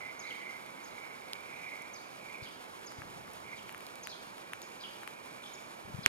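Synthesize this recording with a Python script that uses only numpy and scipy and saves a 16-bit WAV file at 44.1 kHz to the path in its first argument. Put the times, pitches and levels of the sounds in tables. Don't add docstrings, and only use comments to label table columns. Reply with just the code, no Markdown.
import sys
import numpy as np
from scipy import signal
from scipy.fft import rfft, irfft
from scipy.io import wavfile
from scipy.ndimage import uniform_filter1d

SR = 44100
rng = np.random.default_rng(int(sys.argv[2]) if len(sys.argv) > 2 else 0)


def decibels_to_gain(level_db):
    exponent = np.asarray(level_db, float) / 20
    return 10 ** exponent


def to_wav(s):
    ch = np.atleast_2d(s).T
    pcm = np.round(np.clip(ch, -1, 1) * 32767)
    wavfile.write(sys.argv[1], SR, pcm.astype(np.int16))


N = 268128
TIME = np.arange(N) / SR
FREQ = np.fft.rfftfreq(N, 1 / SR)

# t/s, level/dB
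SQUEAL = [(0.0, -47.5), (0.1, -50.5), (0.15, -57), (0.28, -47.5), (0.5, -48.5), (0.62, -58), (0.94, -58),
          (1.01, -54), (1.2, -58), (1.42, -55), (1.61, -49.5), (1.81, -50.5), (1.97, -60), (2.16, -58),
          (2.33, -49.5), (2.56, -63.5), (3.35, -65.5), (3.53, -51.5), (3.63, -61.5), (4.4, -64), (5.1, -63),
          (5.27, -57.5), (5.75, -64.5), (6.04, -63)]
# t/s, f/Hz
SINGING = [(0.0, 2200), (1.25, 2210), (1.45, 2350), (1.75, 2240), (2.33, 2346), (2.7, 2135), (3.5, 2237),
           (4.1, 2326), (6.04, 2290)]
# f/Hz, width/Hz, relative level/dB
WHEEL_MODES = [(2067, 47, 2), (2142, 47, 0.5), (2200, 17, -3.5), (2250, 48, -2), (2300, 36, 2),
               (2352, 35, -4), (2409, 47, 2), (2526, 68, 2)]
SQUEAL_PAN_DB = -4.5
EASY_DB, SINK_HZ_PER_DB = -58.5, 7
EASY_SPREAD_HZ = 136

# t/s from the start, f/Hz, relative level/dB
TSIP = [(0, 6200, -7), (.004, 6650, 1), (.009, 6650, 2), (.017, 4600, -7), (.023, 5400, -5),
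        (.032, 4750, -4), (.046, 3500, -12), (.056, 4100, -6.5), (.066, 4050, -10)]
CHURR = [(0, 4700, -8), (.010, 4150, -3), (.017, 3400, -4), (.024, 4050, -3.5), (.032, 3600, -3),
         (.038, 3100, 0), (.058, 3100, -2), (.068, 3150, -18)]
CHURR_UPPER = [(0, 5200, -9), (.008, 4750, -5), (.02, 4850, -10), (.034, 4500, -9)]
CHEEP = [(0, 4110, -10), (.012, 3440, -4.5), (.03, 3386, -6.5), (.05, 3400, -12), (.06, 3370, -20)]
RISE = [(0, 4430, -8), (.02, 5200, -6), (.032, 6000, -1), (.04, 6400, -4)]
# t/s, level/dB, pitch factor, length factor, share of the note sung (0-1)
TSIPS = [(.191, -45, 1, 1, 1), (.836, -54, 0.99, 1.46, 1), (1.934, -47.5, 0.97, 1, 0.97),
         (2.861, -45, 1.01, 0.95, .55), (3.562, -60, 1.16, 1.1, 1), (4.029, -47, .97, 1, 1),
         (4.617, -49, 1.03, 0.95, .55), (5.533, -48.5, 1.02, 1, .42)]
CHURRS = [(0.266, -49.5, 0.98, 1.1, 1), (2.427, -49, 1, .9, 1), (3.565, -52, 0.97, 0.64, 1),
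          (4.092, -46, 1.09, .9, 1), (4.802, -46, 1.01, 1.01, 1), (6.03, -45.5, 1.02, 0.62, 1)]
CHEEPS = [(5.43, -44.5, 1.01, 0.99, 1)]
RISES = [(5.447, -55, 1, 1, 1)]
WAVER_HZ = 90
# delay t/s, level/dB per sample of scatter
HOUSE_ECHOES = [(.034, -32), (.058, -37), (.108, -35)]

# t/s, left level/dB, right level/dB, knock f/Hz at the louder port, nominal tick level/dB
DROPS = [(1.3333, -21, -18, 4150, -32), (1.822, -55, -55, 2300, -41), (2.9221, -42, -35, 1650, -43),
         (3.0196, -28, -37, 1790, -50), (3.022, -33, -36, 1510, -55), (3.279, -36, -41, 1700, -57),
         (3.3352, -47, -48, 2400, -41), (3.694, -27, -38, 2380, -45), (3.7255, -37, -48, 2150, -40),
         (3.7471, -26, -35, 2020, -44), (3.7792, -46, -42, 1700, -42), (3.8067, -32, -46, 2300, -39.5),
         (3.8669, -31, -31, 4300, -38), (3.888, -38, -45, 3100, -58), (3.9565, -34, -40, 5000, -42),
         (4.0724, -22, -32, 2350, -33), (4.3817, -36, -48, 2350, -47), (4.5344, -20, -28, 2320, -35),
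         (4.618, -32, -32, 4400, -38.5), (5.0336, -29, -36, 1750, -46), (5.0765, -22.5, -36, 2180, -36.5),
         (5.2602, -46, -43, 1300, -44), (5.9854, -45, -44, 3450, -57)]
# f/Hz, half length/ms, level/dB relative to the tick
SHELL_MODES = [(6350, 0.15, -9.5), (10020, 0.13, 0), (13500, 0.094, -4.5)]
DULL_OCTAVES_PER_DB = .07

# t/s, level/dB, f/Hz
THUMPS = [(2.4274, -36, 104.9), (2.9897, -36.5, 96), (3.0214, -43, 141), (3.1688, -45, 149.8),
          (5.8545, -39, 93.9), (5.879, -44, 213), (5.9484, -28, 123), (5.9913, -31.5, 165)]
# t/s, rumble level/dB, hold/s, release/(dB per s)
GRIPS = [(2.97, -56.5, 0.29, 17), (5.85, -49, 0.15, 80)]
# f/Hz, peak level/dB, half length/ms
BUTTON_MODES = [(262, -27, 0.96), (2075, -0.5, 0.22), (5760, -8.5, 0.11), (7940, -33, 1.2),
                (9700, -16.5, 0.128), (13200, -21, 0.099)]
BUTTON_S, BUTTON_SWELL = 6.0615, 2.16

# f/Hz, relative level/dB per Hz
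HUSH_COLOUR = [(30, -13), (60, -20), (100, -11.5), (200, -4), (500, 1), (950, 2.5), (1800, -6), (2800, -12),
               (4500, -17.5), (7000, -22), (10000, -23.5), (15000, -31)]
# f/Hz, likeness (0-1)
HUSH_LIKENESS = [(60, 0.94), (250, 0.47), (500, 0.34), (1100, 0.97), (2000, 0.82), (4500, 0.96), (6800, 1),
                 (7600, 0.34), (15000, 1)]

# f/Hz, level/dB
PORT_BALANCE = [(60, 9.5), (110, 5), (200, 2.0), (380, -2), (700, -9.5), (1290, -4), (2380, -2), (4400, -1),
                (8120, -1.5), (15000, -3)]
# f/Hz, phase/rad
PORT_PHASE = [(60, 0.3), (250, -0.8), (500, -2), (690, -2.5), (950, -4), (1800, -4.0), (3000, -4.5),
              (5500, -4.5), (10000, -5.5), (16000, -5)]
NOTCH_HZ, NOTCH_WIDTH_HZ, NOTCH_DB = 7880, 96, -8.5
TOP_HZ = 15700


def curve(table):
    s, *columns = np.transpose(table)
    return [np.interp(TIME, s, c) for c in columns]


def over_freq(table):
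    hz, value = np.transpose(table)
    return np.interp(np.log(FREQ + 1), np.log(hz), value)


def unit(x):
    return x / np.std(np.mean(np.atleast_2d(x), axis=0))


def walk(rate):
    hold = int(SR / rate)
    steps = np.repeat(rng.standard_normal(size=4096)[:N // hold + 1], hold)
    slewed = uniform_filter1d(uniform_filter1d(steps, hold), hold)
    return unit(slewed[:N])


def ring(x, hz, width_hz):
    return signal.lfilter(*signal.iirpeak(hz, hz / width_hz, SR), x)


def ports(left, right, pan_db=0., colour=1, turn_rad=0.):
    level = decibels_to_gain(colour * over_freq(PORT_BALANCE) + pan_db)
    turn = level * np.exp(1j * (over_freq(PORT_PHASE) + turn_rad))
    return np.array([irfft(rfft(left) * turn, N), right])


def add(out, s, db, hz, ms, rebound=0.):
    first = int((s - ms / 250) * SR)
    last = min(int((s + ms / 250) * SR), N)
    near = np.arange(first, last)
    t = near / SR - s
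    envelope = np.exp(-.5 * (t * 1000 / ms) ** 2)
    out[near] -= decibels_to_gain(db) * envelope * np.cos(2 * np.pi * hz * t + rebound * np.pi / 2)


def squeal():
    db = curve(SQUEAL)[0]
    hz = curve(SINGING)[0] - SINK_HZ_PER_DB * (db - EASY_DB)
    slip = decibels_to_gain(1.54 * walk(70))
    spread = EASY_SPREAD_HZ * decibels_to_gain(0.19 * (db - EASY_DB))
    share = .85
    both = 0
    for f, width, gain_db in WHEEL_MODES:
        near = np.exp(-.5 * ((hz - f) / spread) ** 2)
        driven = ring(slip * rng.standard_normal((2, N)), f, width)
        direct, scattered = ring(driven, f, 6 * width)
        left = share * direct + np.sqrt(1 - share ** 2) * scattered
        level = decibels_to_gain(gain_db + 1.4 * walk(12)) * near
        both = both + level * np.array([left, direct]) / np.std(direct)
    return unit(ports(*both, SQUEAL_PAN_DB, turn_rad=-0.55)) * decibels_to_gain(db)


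def sing(note, calls, trill_hz, trill_depth_hz, rough_db):
    out = np.zeros(N)
    s, hz, db = np.transpose(note)
    waver = WAVER_HZ * walk(300)
    for start, call_db, pitch, length, sung in calls:
        first = int(start * SR)
        t = np.arange(0, s[-1] * length * min(sung, 1), 1 / SR)[:N - first]
        path = pitch * uniform_filter1d(np.interp(t, s * length, hz), size=60)
        path = path + trill_depth_hz * np.sin(2 * np.pi * trill_hz * t)
        path = path + waver[first:][:len(t)]
        fade = np.minimum(1, np.minimum(t, t[::-1]) / 0.0018)
        level = fade * decibels_to_gain(call_db + np.interp(t, s * length, db))
        out[first:][:len(t)] += level * np.sin(2 * np.pi * np.cumsum(path) / SR)
    return out * decibels_to_gain(rough_db * walk(250))


def sparrows():
    song = sing(TSIP, TSIPS, 200.7, 81, 3.1)
    song += sing(CHURR, CHURRS, 170.2, 250, 3.7)
    song += sing(CHURR_UPPER, CHURRS, 684, 400, 2.7)
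    song += sing(CHEEP, CHEEPS, 188.4, 290, 4.3)
    song += sing(RISE, RISES, 190, 40, 2.7)
    t = np.arange(SR // 2) / SR
    street = decibels_to_gain(-37 - 60 * t / 0.86)
    for s, db in HOUSE_ECHOES:
        street += decibels_to_gain(db) * np.exp(-.5 * ((t - s) / 0.00069) ** 2)
    scatter = street * rng.standard_normal((2, len(t)))
    echo = signal.fftconvolve(song[None], scatter, axes=1)[:, :N]
    return ports(*(song + echo))


def drops():
    out, spray = np.zeros((2, N)), np.zeros(N)
    faint = []
    for u, v, w in rng.random(size=(80, 3)):
        knock_db = -54 + 8 * v
        faint.append((.02 + 6.0 * u, knock_db, knock_db, 1400 + 3000 * w, -58 + 9 * v))
    for s, left_db, right_db, knock_hz, tick_db in DROPS + faint:
        below_louder = np.array([left_db, right_db]) - max(left_db, right_db)
        left_hz, right_hz = knock_hz * 2 ** (DULL_OCTAVES_PER_DB * below_louder)
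        add(out[0], s, left_db, left_hz, 450 / left_hz, rebound=0.6)
        add(out[1], s + .0001, right_db, right_hz, 550 / right_hz, rebound=0.92)
        spray[int(s * SR)] += decibels_to_gain(tick_db - 3.5)
        for hz, ms, db in SHELL_MODES:
            add(out[0], s, tick_db + db - 3, hz, ms)
            add(out[1], s, tick_db + db - 1.5, hz, ms)
    fade = signal.lfilter([1], [1, -np.exp(-1000 / (.9 * SR))], spray)
    return out + fade * ring(rng.standard_normal((2, N)), 8000, 11000)


def hands():
    grip = 0
    for s, db, hold, release_db in GRIPS:
        attack = np.clip((TIME - s) / .05, 0, 1)
        grip = grip + attack * decibels_to_gain(db - release_db * np.maximum(TIME - s - hold, 0))
    rumble = unit(ring(ring(rng.standard_normal(N), 98, 130), 105, 200)) * grip
    for s, db, hz in THUMPS:
        add(rumble, s, db, hz, 3.5, rebound=0.19)
    click = np.zeros(N)
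    for hz, db, ms in BUTTON_MODES:
        add(click, BUTTON_S + BUTTON_SWELL * ms / 1000, db, hz, ms)
    left_right = decibels_to_gain(np.array([[0], [-13]]))
    return rumble * left_right + ports(click, click, -3.1, colour=0)


def roll():
    noise = rng.standard_normal(N)
    for _ in range(2):
        noise = ring(noise, 1000, 1100)
    return unit(ports(noise, noise, SQUEAL_PAN_DB)) * decibels_to_gain(-58 - 3 * TIME)


def hush():
    like = np.clip(over_freq(HUSH_LIKENESS), 0, 1)
    patter = decibels_to_gain(0.88 * walk(400) + 1.2 * walk(40))
    smooth, grainy = rng.standard_normal((2, 2, N))
    treble = FREQ ** 2 / (FREQ ** 2 + 2500 ** 2)
    steady = np.sqrt(1 - treble) * rfft(smooth)
    mixed = steady + np.sqrt(treble) * rfft(unit(patter * grainy))
    right, other = mixed * decibels_to_gain(over_freq(HUSH_COLOUR))
    left = like * right + np.sqrt(1 - like ** 2) * other
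    return unit(ports(irfft(left, N), irfft(right, N))) * decibels_to_gain(-53)


def scene():
    return squeal() + sparrows() + drops() + hands() + roll() + hush()


def band_limit(x):
    return signal.sosfilt(signal.butter(12, 16510, fs=SR, output="sos"), x)


def record(dry):
    notch = decibels_to_gain(NOTCH_DB * np.exp(-.5 * ((FREQ - NOTCH_HZ) / NOTCH_WIDTH_HZ) ** 2))
    bass_cut = FREQ ** 2 / (FREQ ** 2 + 55 ** 2)
    top_cut = 1 / (1 + (FREQ / TOP_HZ) ** 40)
    mix = irfft(rfft(dry) * notch * bass_cut * top_cut, N)
    return band_limit(mix)


dry = scene()
out = record(dry)
to_wav(out)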